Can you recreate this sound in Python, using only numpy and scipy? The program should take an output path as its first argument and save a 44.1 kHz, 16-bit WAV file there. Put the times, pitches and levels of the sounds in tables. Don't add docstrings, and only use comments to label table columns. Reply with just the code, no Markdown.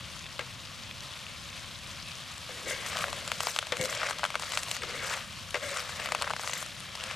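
import sys
import numpy as np
from scipy import signal
from scipy.fft import rfft, irfft
from scipy.io import wavfile

SR = 44100
rng = np.random.default_rng(int(sys.argv[2]) if len(sys.argv) > 2 else 0)


def dump_mix(stems):
    frames = np.atleast_2d(stems).T
    limited = np.clip(frames, -1, 1)
    pcm = np.round(limited * 32767).astype(np.int16)
    wavfile.write(sys.argv[1], SR, pcm)


N = 315315

# (time [s], sizzle level [dB], gain of its treble [dB])
FRYING = [(0.0, -44, -5.5), (2.39, -42.5, -5.5), (2.81, -40.5, -5), (5.1, -42.5, -15), (5.2, -44, -2),
          (7.15, -42.5, -6.5)]
# (time [s], level [dB], pitch [Hz])
SPITS = [(0.229, -40, 2700), (0.242, -37, 2630), (0.252, -41, 2700), (0.258, -36, 2720), (0.265, -34, 2620),
         (0.9117, -30, 2520), (0.971, -37, 3500), (1.0062, -32, 4270), (1.037, -34, 3400),
         (1.075, -38, 3200), (1.108, -39, 2700), (1.645, -36, 2320), (1.96, -36, 4100), (2.194, -35, 3150)]
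# (frequency [Hz], level per Hz [dB])
SIZZLE_SPECTRUM = [(180, -56), (300, -10.5), (444, -11), (541, -2), (850, -8.5), (1080, -2), (1500, -5),
                   (2000, -4.5), (2600, -1.5), (3400, -0.5), (5000, -5), (12700, -15.5), (15000, -34)]
TREBLE_HZ = 6700
SPIT_CYCLES = 24.0
SPIT_OVERTONE, SPIT_OVERTONE_DB = 1.33, 0


def sizzle():
    fry_db, treble_db = in_time(FRYING)
    hiss = rms_one(widen(*rng.standard_normal((2, N)))) * from_db(1.0 * drift(25.0))
    pops_per_s = 2500 * from_db(1.9 * drift(9.7))
    pops = rms_one(grains(pops_per_s, 2.9, 11.7, 916, 9570, scatter=0.74))
    bed = from_db(fry_db) * rms_one(colour(hiss + from_db(-4.5) * pops, SIZZLE_SPECTRUM))
    dull = signal.sosfilt(signal.butter(1, TREBLE_HZ, fs=SR, output="sos"), bed)
    sound = bed + (from_db(treble_db) - 1) * (bed - dull)
    for s, db, hz in SPITS:
        for ratio, extra_db in [(1, 0), (SPIT_OVERTONE, SPIT_OVERTONE_DB)]:
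            sound = sound + ring(clicks_at([s], from_db(db + extra_db)), ratio * hz, SPIT_CYCLES / hz)
    return sound


# (time [s], level [dB], hardness [dB, per octave in the modes])
KNOCKS = [(0.393, -24, 1.5), (0.409, -31, -27), (2.491, -28.5, -13), (2.709, -35.5, 6.5),
          (3.7214, -14.5, -6), (4.82, -46.5, 10), (4.834, -22.5, -13), (5.5439, -21, 1), (5.554, -23, -1.5),
          (5.566, -30, -12)]
# (frequency [Hz], relative level [dB], t60 [s])
PAN_MODES = [(430, 0.5, 0.02), (486.5, 5, 0.11), (590, 15.5, 0.034), (992, -28, 0.14), (1130, 14, 0.0096),
             (1250, -13.5, 0.12), (1607, 10, 0.041), (1923, 7, 0.046), (2085, 8.5, 0.054), (2240, 7, 0.048),
             (2767, 4.5, 0.021), (3500, 3, 0.031), (8060, -11, 0.017)]
PAN_CUT_HZ = 392
EDGE_HZ, EDGE_T60_S = 2600, 0.002
EDGE_DB, EDGE_FOLLOWS = 4, 1.5


def pan(falls):
    s, db, hard_db = np.transpose(KNOCKS)
    luck_db = rng.normal(0, 2.5, (len(s), len(PAN_MODES)))
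    knocks = 0
    for k, (hz, level_db, t60) in enumerate(PAN_MODES):
        sign = (-1) ** k
        size = sign * from_db(db + level_db - 19.0 + luck_db[:, k] + hard_db * np.log2(hz / 500))
        fall_push = sign * from_db(level_db - 32.0) * falls
        knocks = knocks + ring(clicks_at(s, size) + fall_push, hz, t60)
    crack = burst(clicks_at(s, from_db(db - 1.5)), 0.0032, 1500, 5000)
    crack += ring(clicks_at(s, from_db(db + EDGE_DB + EDGE_FOLLOWS * hard_db)), EDGE_HZ, EDGE_T60_S)
    crack += burst(clicks_at(s, from_db(db - 1.5)), 0.012, 320, 2600)
    return high_pass(knocks + crack, PAN_CUT_HZ)


# (time [s], thud level [dB], clack over thud [dB], own note [Hz])
DROPS = [(2.6965, -40, 15.5, 2060), (2.7635, -32, 2, 1880), (2.8625, -26, 1, 1770),
         (2.9304, -26.5, -3, 2840), (2.97, -22, 3, 4540), (2.9882, -29, 10, 5280),
         (3.041, -15.5, -16, 1580), (3.0825, -27, 1.5, 1710), (3.1292, -22, -1, 4260),
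         (3.2773, -29, 9, 4760), (3.3174, -18, 3, 2100), (3.405, -17, 3.5, 3250), (3.4335, -25, -4, 1580),
         (3.47, -16, -1, 4930), (3.4843, -24.5, -6, 1550), (3.5625, -21, 3, 5000), (3.5884, -19, 8.5, 3700),
         (3.627, -23.5, -5, 3600), (3.6692, -33, 7.5, 4820), (3.769, -31, 12, 2280),
         (3.8125, -33, 17, 3600), (3.8387, -35.5, 16, 3140), (3.856, -28.5, 7, 5770), (3.877, -52, 6, 5920),
         (3.9268, -29, 2, 2000), (3.9494, -29.5, 10, 3400), (4.0168, -20, -23, 1400),
         (4.0313, -16, -13, 1940), (4.036, -25, -20, 1650), (4.0633, -22.5, -12, 1850),
         (4.0875, -24, -11, 1570), (4.0978, -23, -4, 1710), (4.1092, -22, 3.5, 1540),
         (4.186, -37, 13, 5960), (4.1939, -25, -4, 3000), (4.2329, -16, -13, 1460), (4.24, -17, 2, 1570),
         (4.2514, -16.5, -0.5, 3430), (4.2612, -28, 2, 3280), (4.3033, -24.5, -1, 2180),
         (4.3432, -23, -12, 2160), (4.3547, -14, -4, 2090), (4.3966, -27.5, 7, 2940),
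         (4.4228, -25, 2, 4730), (4.4346, -25, -4, 2240), (4.52, -29, 10, 2710), (4.5354, -23.5, 0, 2020),
         (4.574, -18, 6, 2290), (4.6323, -40.5, 20.5, 6890), (4.6845, -38, 14, 8000),
         (4.7134, -33.5, 21, 7480), (4.766, -29, 8, 1960), (5.138, -26, 7, 1520), (5.5068, -49, 23.5, 4150),
         (5.7715, -33.5, 11, 1970), (5.893, -27, -2, 1430), (5.999, -29.5, 4, 2570),
         (6.0588, -26.5, 6.5, 2000), (6.088, -24.5, 0, 3200), (6.121, -16, 1, 2050), (6.1486, -15, 0, 2560),
         (6.2145, -23, 0, 4300), (6.222, -18.5, 4, 4360), (6.229, -22, -6, 3480), (6.243, -22, -20, 1730),
         (6.271, -26, -23, 1600), (6.2761, -19.5, -14, 1560), (6.2976, -26, 0, 2600),
         (6.305, -17.5, -14, 1600), (6.3096, -22.5, -1.5, 1470), (6.3354, -20.5, -4, 2140),
         (6.3645, -24, -1, 5010), (6.3952, -23, -4, 2060), (6.435, -26, -16, 2020), (6.444, -27, -16, 1490),
         (6.4753, -23.5, 4, 2000), (6.496, -24, -2, 2000), (6.5334, -23, 4, 2010), (6.6271, -27.5, 0, 3410),
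         (6.662, -41, 15, 4070), (6.953, -33.5, 11, 7650), (7.038, -38, 18.5, 2480),
         (7.111, -31, 7.5, 2250)]
# (frequency [Hz], t60 [s])
SHELL_MODES = [(2100, 0.0017), (2900, 0.0041), (4200, 0.0022)]
SHELL_CUT_HZ = 385
THUD_HZ, THUD_RISE_S = 1200, 0.00042
OWN_DB, OWN_FOLLOWS = -5.5, 0.54
OWN_CYCLES = 30
TICK_DB, TICK_FOLLOWS = -7, 1
HEAVY_DB, TICK_LOSS = -25, 0.18


def drops():
    s, db, clack_db, own_hz = np.transpose(DROPS)
    mode_luck = rng.normal(0, 1, (len(s), len(SHELL_MODES)))
    gap_luck = rng.normal(0, 1, len(s))
    pitch_luck = rng.normal(0, 1, (len(s), 1))
    bounce_s = s + 0.002 * from_db(5 * gap_luck)
    out = 0
    for k, (hz, t60) in enumerate(SHELL_MODES):
        size = -(-1) ** k * from_db(db + clack_db - 3 + 1.5 * mode_luck[:, k])
        second = clicks_at(bounce_s, size * from_db(-9))
        out = out + ring(clicks_at(s, size) - second, hz, t60)

    t = np.arange(SR // 40) / SR
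    swell = t / THUD_RISE_S * np.exp(1 - t / THUD_RISE_S)
    thud_hz = THUD_HZ * from_db(1.1 * pitch_luck)
    thuds = from_db(db[:, None]) * swell * np.sin(2 * np.pi * thud_hz * t)
    own_db = db + OWN_DB + OWN_FOLLOWS * clack_db
    note_fade = from_db(own_db[:, None] - 60 * t * own_hz[:, None] / OWN_CYCLES)
    notes = note_fade * np.sin(2 * np.pi * own_hz[:, None] * t) * np.minimum(t / THUD_RISE_S, 1)
    places = np.round(s * SR).astype(int)[:, None] + np.arange(len(t))
    np.add.at(out, places, -thuds - notes)

    out += burst(clicks_at(s, from_db(db - 7.5)), 0.0048, 650, 3100)
    tick_db = db + TICK_DB + TICK_FOLLOWS * clack_db - TICK_LOSS * (db - HEAVY_DB)
    ticks = burst(clicks_at(s, from_db(tick_db)), 0.0023, 5100, 9470)
    shells = high_pass(out, SHELL_CUT_HZ) + ticks * from_db([[-.8], [.8]])
    return shells, clicks_at(s, from_db(db))


# (start [s], length [s], rasp level [dB], drone level [dB], drone pitch [Hz],
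# share of slips locked to the mode [0-1])
SCRAPES = [(2.507, 0.15, -55, -53, 483, 0.15), (2.677, 0.018, -53, -40.5, 495, 0.37),
           (2.691, 0.045, -39, -46, 537, .3), (2.738, 0.17, -45.5, -49, 523, 0.35),
           (3.006, 0.054, -51, -41.5, 616, 0.42), (3.077, 0.21, -55, -49.5, 576, .3),
           (3.802, 0.05, -37.5, -33, 531, 0.43), (3.893, 0.37, -50.5, -49, 583, 0.38),
           (4.832, 0.14, -52.5, -47, 495, 0.38), (4.965, 0.21, -47, -50, 539, .2),
           (5.633, 0.11, -43, -40, 563, 0.6), (6.008, 0.32, -61, -49.5, 593, .3)]
SCRAPE_ATTACK_S, SCRAPE_RELEASE_S = 0.057, 0.065
SCRAPE_GROWTH_DB = -6
RASP_CUT_HZ, DRONE_T60_S = 1860, 0.024
DRONE_WAVER = 0.03
RUMBLE_DB = -21


def sliding():
    s, length, rasp_db, drone_db, drone_hz, steady = np.transpose(SCRAPES)
    shape = SCRAPE_ATTACK_S, SCRAPE_RELEASE_S, SCRAPE_GROWTH_DB
    chatter = random_clicks(4000 * from_db(3.3 * drift(25)), 2.6)
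    rasp = 0
    for k, (hz, db, t60) in enumerate(PAN_MODES):
        rasp = rasp + (-1) ** k * from_db(db - 2.8 * np.log2(hz / 500)) * ring(chatter, hz, t60)
    out = strokes(s, length, rasp_db, *shape) * rms_one(high_pass(rasp, RASP_CUT_HZ))
    warped_s = np.cumsum(1 + DRONE_WAVER * drift(24.0)) / SR
    for k, hz in enumerate(drone_hz):
        locked = np.sqrt(2) * np.sin(2 * np.pi * hz * warped_s)
        loose = rms_one(ring(chatter, hz, DRONE_T60_S))
        drone = steady[k] * locked + (1 - steady[k]) * loose
        out += strokes(s[[k]], length[[k]], drone_db[[k]], *shape) * drone
    rumble = rms_one(ring(rng.standard_normal(N), *STAND_MODES[1]))
    return out + from_db(RUMBLE_DB) * strokes(s, length, drone_db, *shape) * rumble


# (start [s], length [s], whole shells' level [dB], shell rims' level [dB])
SHOVES = [(2.474, 0.08, -54, -53), (2.686, 0.018, -49, -39.5), (2.844, 0.044, -41, -46.5),
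          (2.926, 0.12, -36.5, -45.5), (3.104, 0.27, -48, -48), (3.429, 0.063, -44, -36.5),
          (3.546, 0.014, -57, -47), (3.79, 0.1, -62, -39), (3.887, 0.22, -38, -47),
          (4.417, 0.18, -43.5, -43), (4.631, 0.12, -44.5, -44), (4.834, 0.12, -43, -48.5),
          (5.011, 0.14, -37.5, -42.5), (5.173, 0.037, -40, -53), (5.626, 0.17, -41.5, -44),
          (5.79, 0.29, -42, -48), (6.02, 0.25, -44.5, -56), (6.4, 0.22, -43.5, -42),
          (6.753, 0.41, -52, -70), (6.99, 0.13, -42.5, -51.5)]
# (frequency [Hz], level per Hz [dB])
TUMBLE_SPECTRUM = [(290, -35), (500, 8.5), (839, -4.5), (1150, 5), (1600, 3.5), (2200, 3.5), (3000, -0.5),
                   (4200, -5), (7700, -4), (13200, -18.5), (15500, -18)]
SHOVE_ATTACK_S, SHOVE_RELEASE_S = 0.065, 0.12
WHOLE_GROWTH_DB, RIM_GROWTH_DB = 2.5, 3.5


def tumble():
    s, length, whole_db, rim_db = np.transpose(SHOVES)
    whole = grains(3000 * from_db(3.3 * drift(30)), 3.15, 14.4, 650, 5300, scatter=0.31)
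    rim = grains(6000 * from_db(5.1 * drift(30)), 4.0, 33.0, 3930, 13330, scatter=0.64)
    whole = rms_one(colour(whole, TUMBLE_SPECTRUM))
    rim = rms_one(colour(rim, TUMBLE_SPECTRUM))
    whole = whole * strokes(s, length, whole_db, SHOVE_ATTACK_S, SHOVE_RELEASE_S, WHOLE_GROWTH_DB)
    rim = rim * strokes(s, length, rim_db, SHOVE_ATTACK_S, SHOVE_RELEASE_S, RIM_GROWTH_DB)
    return whole + rim * from_db([[-.8], [.8]])


# (time [s], level of the push [dB])
THUMPS = [(3.72, -39), (3.799, -29)]
# (frequency [Hz], t60 [s])
STAND_MODES = [(130, 0.064), (260, 0.018)]


def stand():
    s, db = np.transpose(THUMPS)
    push = signal.lfilter([.05], [1, -.95], clicks_at(s, from_db(db)))
    return sum((-1) ** k * ring(push, hz, t60) for k, (hz, t60) in enumerate(STAND_MODES))


# (frequency [Hz], level per Hz [dB])
WIND_SPECTRUM = [(12, -65), (20, -11.5), (85, 1), (135, -1.5), (188, -5), (246, -10), (347, -20.5),
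                 (420, -30), (550, -60)]
WIND_DB = -50.5


def wind():
    shared, opposite = rng.standard_normal((2, N))
    shared = signal.sosfilt(signal.butter(2, 60, "high", fs=SR, output="sos"), shared)
    opposite = signal.sosfilt(signal.butter(1, 60, fs=SR, output="sos"), opposite) * from_db(-1)
    gusts = from_db([1.24 * drift(1.3), 2 * drift(3) - 3])
    noise = (shared + opposite * [[1], [-1]]) * gusts
    return from_db(WIND_DB) * rms_one(colour(noise, WIND_SPECTRUM))


# (start [s], length [s], start pitch [Hz], end pitch [Hz], level before placing [dB])
CHIRPS = [(2.04, 0.102, 2630, 2540, -49)]


def bird():
    out, t = np.zeros(N), np.arange(N) / SR
    for s, length, start_hz, end_hz, db in CHIRPS:
        u = np.clip((t - s) / length, 0, 1)
        cycles = np.cumsum(start_hz + (end_hz - start_hz) * u) / SR
        out += from_db(db) * np.sin(np.pi * u) * np.sin(2 * np.pi * cycles)
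    return out * from_db([[-6], [3]])


def grains(per_s, uneven_db, cycles, low_hz, high_hz, scatter):
    clicks, dealt = random_clicks(per_s, uneven_db), rng.integers(0, 14, N)
    clicks = clicks * (1 + scatter * rng.uniform(-0.41, 1, N) * [[1], [-1]])
    out = 0
    for k, hz in enumerate(np.geomspace(low_hz, high_hz, 14)):
        own_clicks = clicks * (dealt == k) * from_db(2.4 * drift(5.3))
        out = out + hz * ring(own_clicks, hz, cycles / hz)
    return out


def strokes(start_s, length_s, db, attack_s, release_s, growth_db):
    t, power = np.arange(0, N + 64, 64) / SR, 0
    for s, length, level_db in zip(start_s, length_s, db):
        before = np.maximum(s - t, 0) / attack_s
        after = np.maximum(t - s - length, 0) / release_s
        growth = growth_db * (np.clip((t - s) / length, 0, 1) - .5)
        power = power + from_db(level_db + growth - 30 * (before + after)) ** 2
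    return np.interp(np.arange(N) / SR, t, np.sqrt(power))


def burst(clicks, decay_s, low_hz, high_hz):
    fading = signal.lfilter([1], [1, -np.exp(-1 / (decay_s * SR))], clicks + 1e-18)
    band = signal.butter(2, [low_hz, high_hz], "band", fs=SR, output="sos")
    return signal.sosfilt(band, fading * rng.standard_normal(N))


def ring(clicks, hz, t60):
    r, w = from_db(-60 / (t60 * SR)), 2 * np.pi * hz / SR
    return signal.lfilter([0, np.sin(w)], [1, -2 * r * np.cos(w), r * r], clicks + 1e-18)


def clicks_at(s, size):
    out = np.zeros(N)
    np.add.at(out, np.round(np.asarray(s) * SR).astype(int), size)
    return out


def random_clicks(per_s, uneven_db):
    sizes = from_db(uneven_db * np.minimum(rng.exponential(1, N), 5)) * rng.choice([-1, 1], N)
    return sizes * (rng.random(N) < per_s / SR)


def drift(rate):
    r = np.exp(-80 * np.pi * rate / SR)
    slow = signal.lfilter([1], [1, -2 * r, r * r], rng.standard_normal(N // 40 + 2002))[2000:]
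    return np.interp(np.arange(N) / 40, np.arange(len(slow)), rms_one(slow))


def colour(x, spectrum):
    size = 2 ** 14
    hz = np.maximum(np.arange(size // 2 + 1) * SR / size, 1)
    cepstrum = irfft(at_hz(spectrum, hz) * np.log(10) / 20)
    cepstrum[1:size // 2] *= 2
    cepstrum[size // 2 + 1:] = 0
    impulse = irfft(np.exp(rfft(cepstrum)))
    return signal.fftconvolve(x, impulse[None], axes=1)[:, :N]


# (frequency [Hz], left-right likeness [0-1])
LIKENESS = [(60, 1), (180, 0.15), (550, 0.83), (1650, 1), (4970, 1), (15000, 0.46)]


def widen(mid, side):
    hz = np.maximum(np.arange(N // 2 + 1) * SR / N, 1)
    alike = np.clip(at_hz(LIKENESS, hz), 0, 1)
    m, s = rfft(mid) * np.sqrt(1 + alike), rfft(side) * np.sqrt(1 - alike)
    return irfft(np.array([m + s, m - s]), N)


def high_pass(x, hz):
    return signal.sosfilt(signal.butter(4, hz, "high", fs=SR, output="sos"), x)


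def from_db(db):
    return 10 ** (np.asarray(db) / 20)


def rms_one(x):
    return x / np.sqrt(np.mean(x ** 2) + 1e-20)


def in_time(rows):
    s, *columns = np.transpose(rows)
    return [np.interp(np.arange(N) / SR, s, c) for c in columns]


def at_hz(points, hz):
    point_hz, value = np.transpose(points)
    return np.interp(np.log(hz), np.log(point_hz), value)


LEFT_DB, HITS_LEFT_DB, RIGHT_LATE_S = 1.5, 3, 6e-6


def scene():
    shells, falls = drops()
    hits = shells + pan(falls) + sliding() + stand()
    near = hits * from_db([[HITS_LEFT_DB / 2], [-HITS_LEFT_DB / 2]]) + sizzle() + tumble()
    near *= from_db([[LEFT_DB / 2], [-LEFT_DB / 2]])
    hz = np.arange(N // 2 + 1) * SR / N
    near[1] = irfft(rfft(near[1]) * np.exp(-2j * np.pi * hz * RIGHT_LATE_S), N)
    return near + wind() + bird()


CUTOFF_HZ = 16200


def record(dry):
    return signal.sosfilt(signal.cheby2(12, 70, CUTOFF_HZ, fs=SR, output="sos"), dry)


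dry = scene()
out = record(dry)
dump_mix(out)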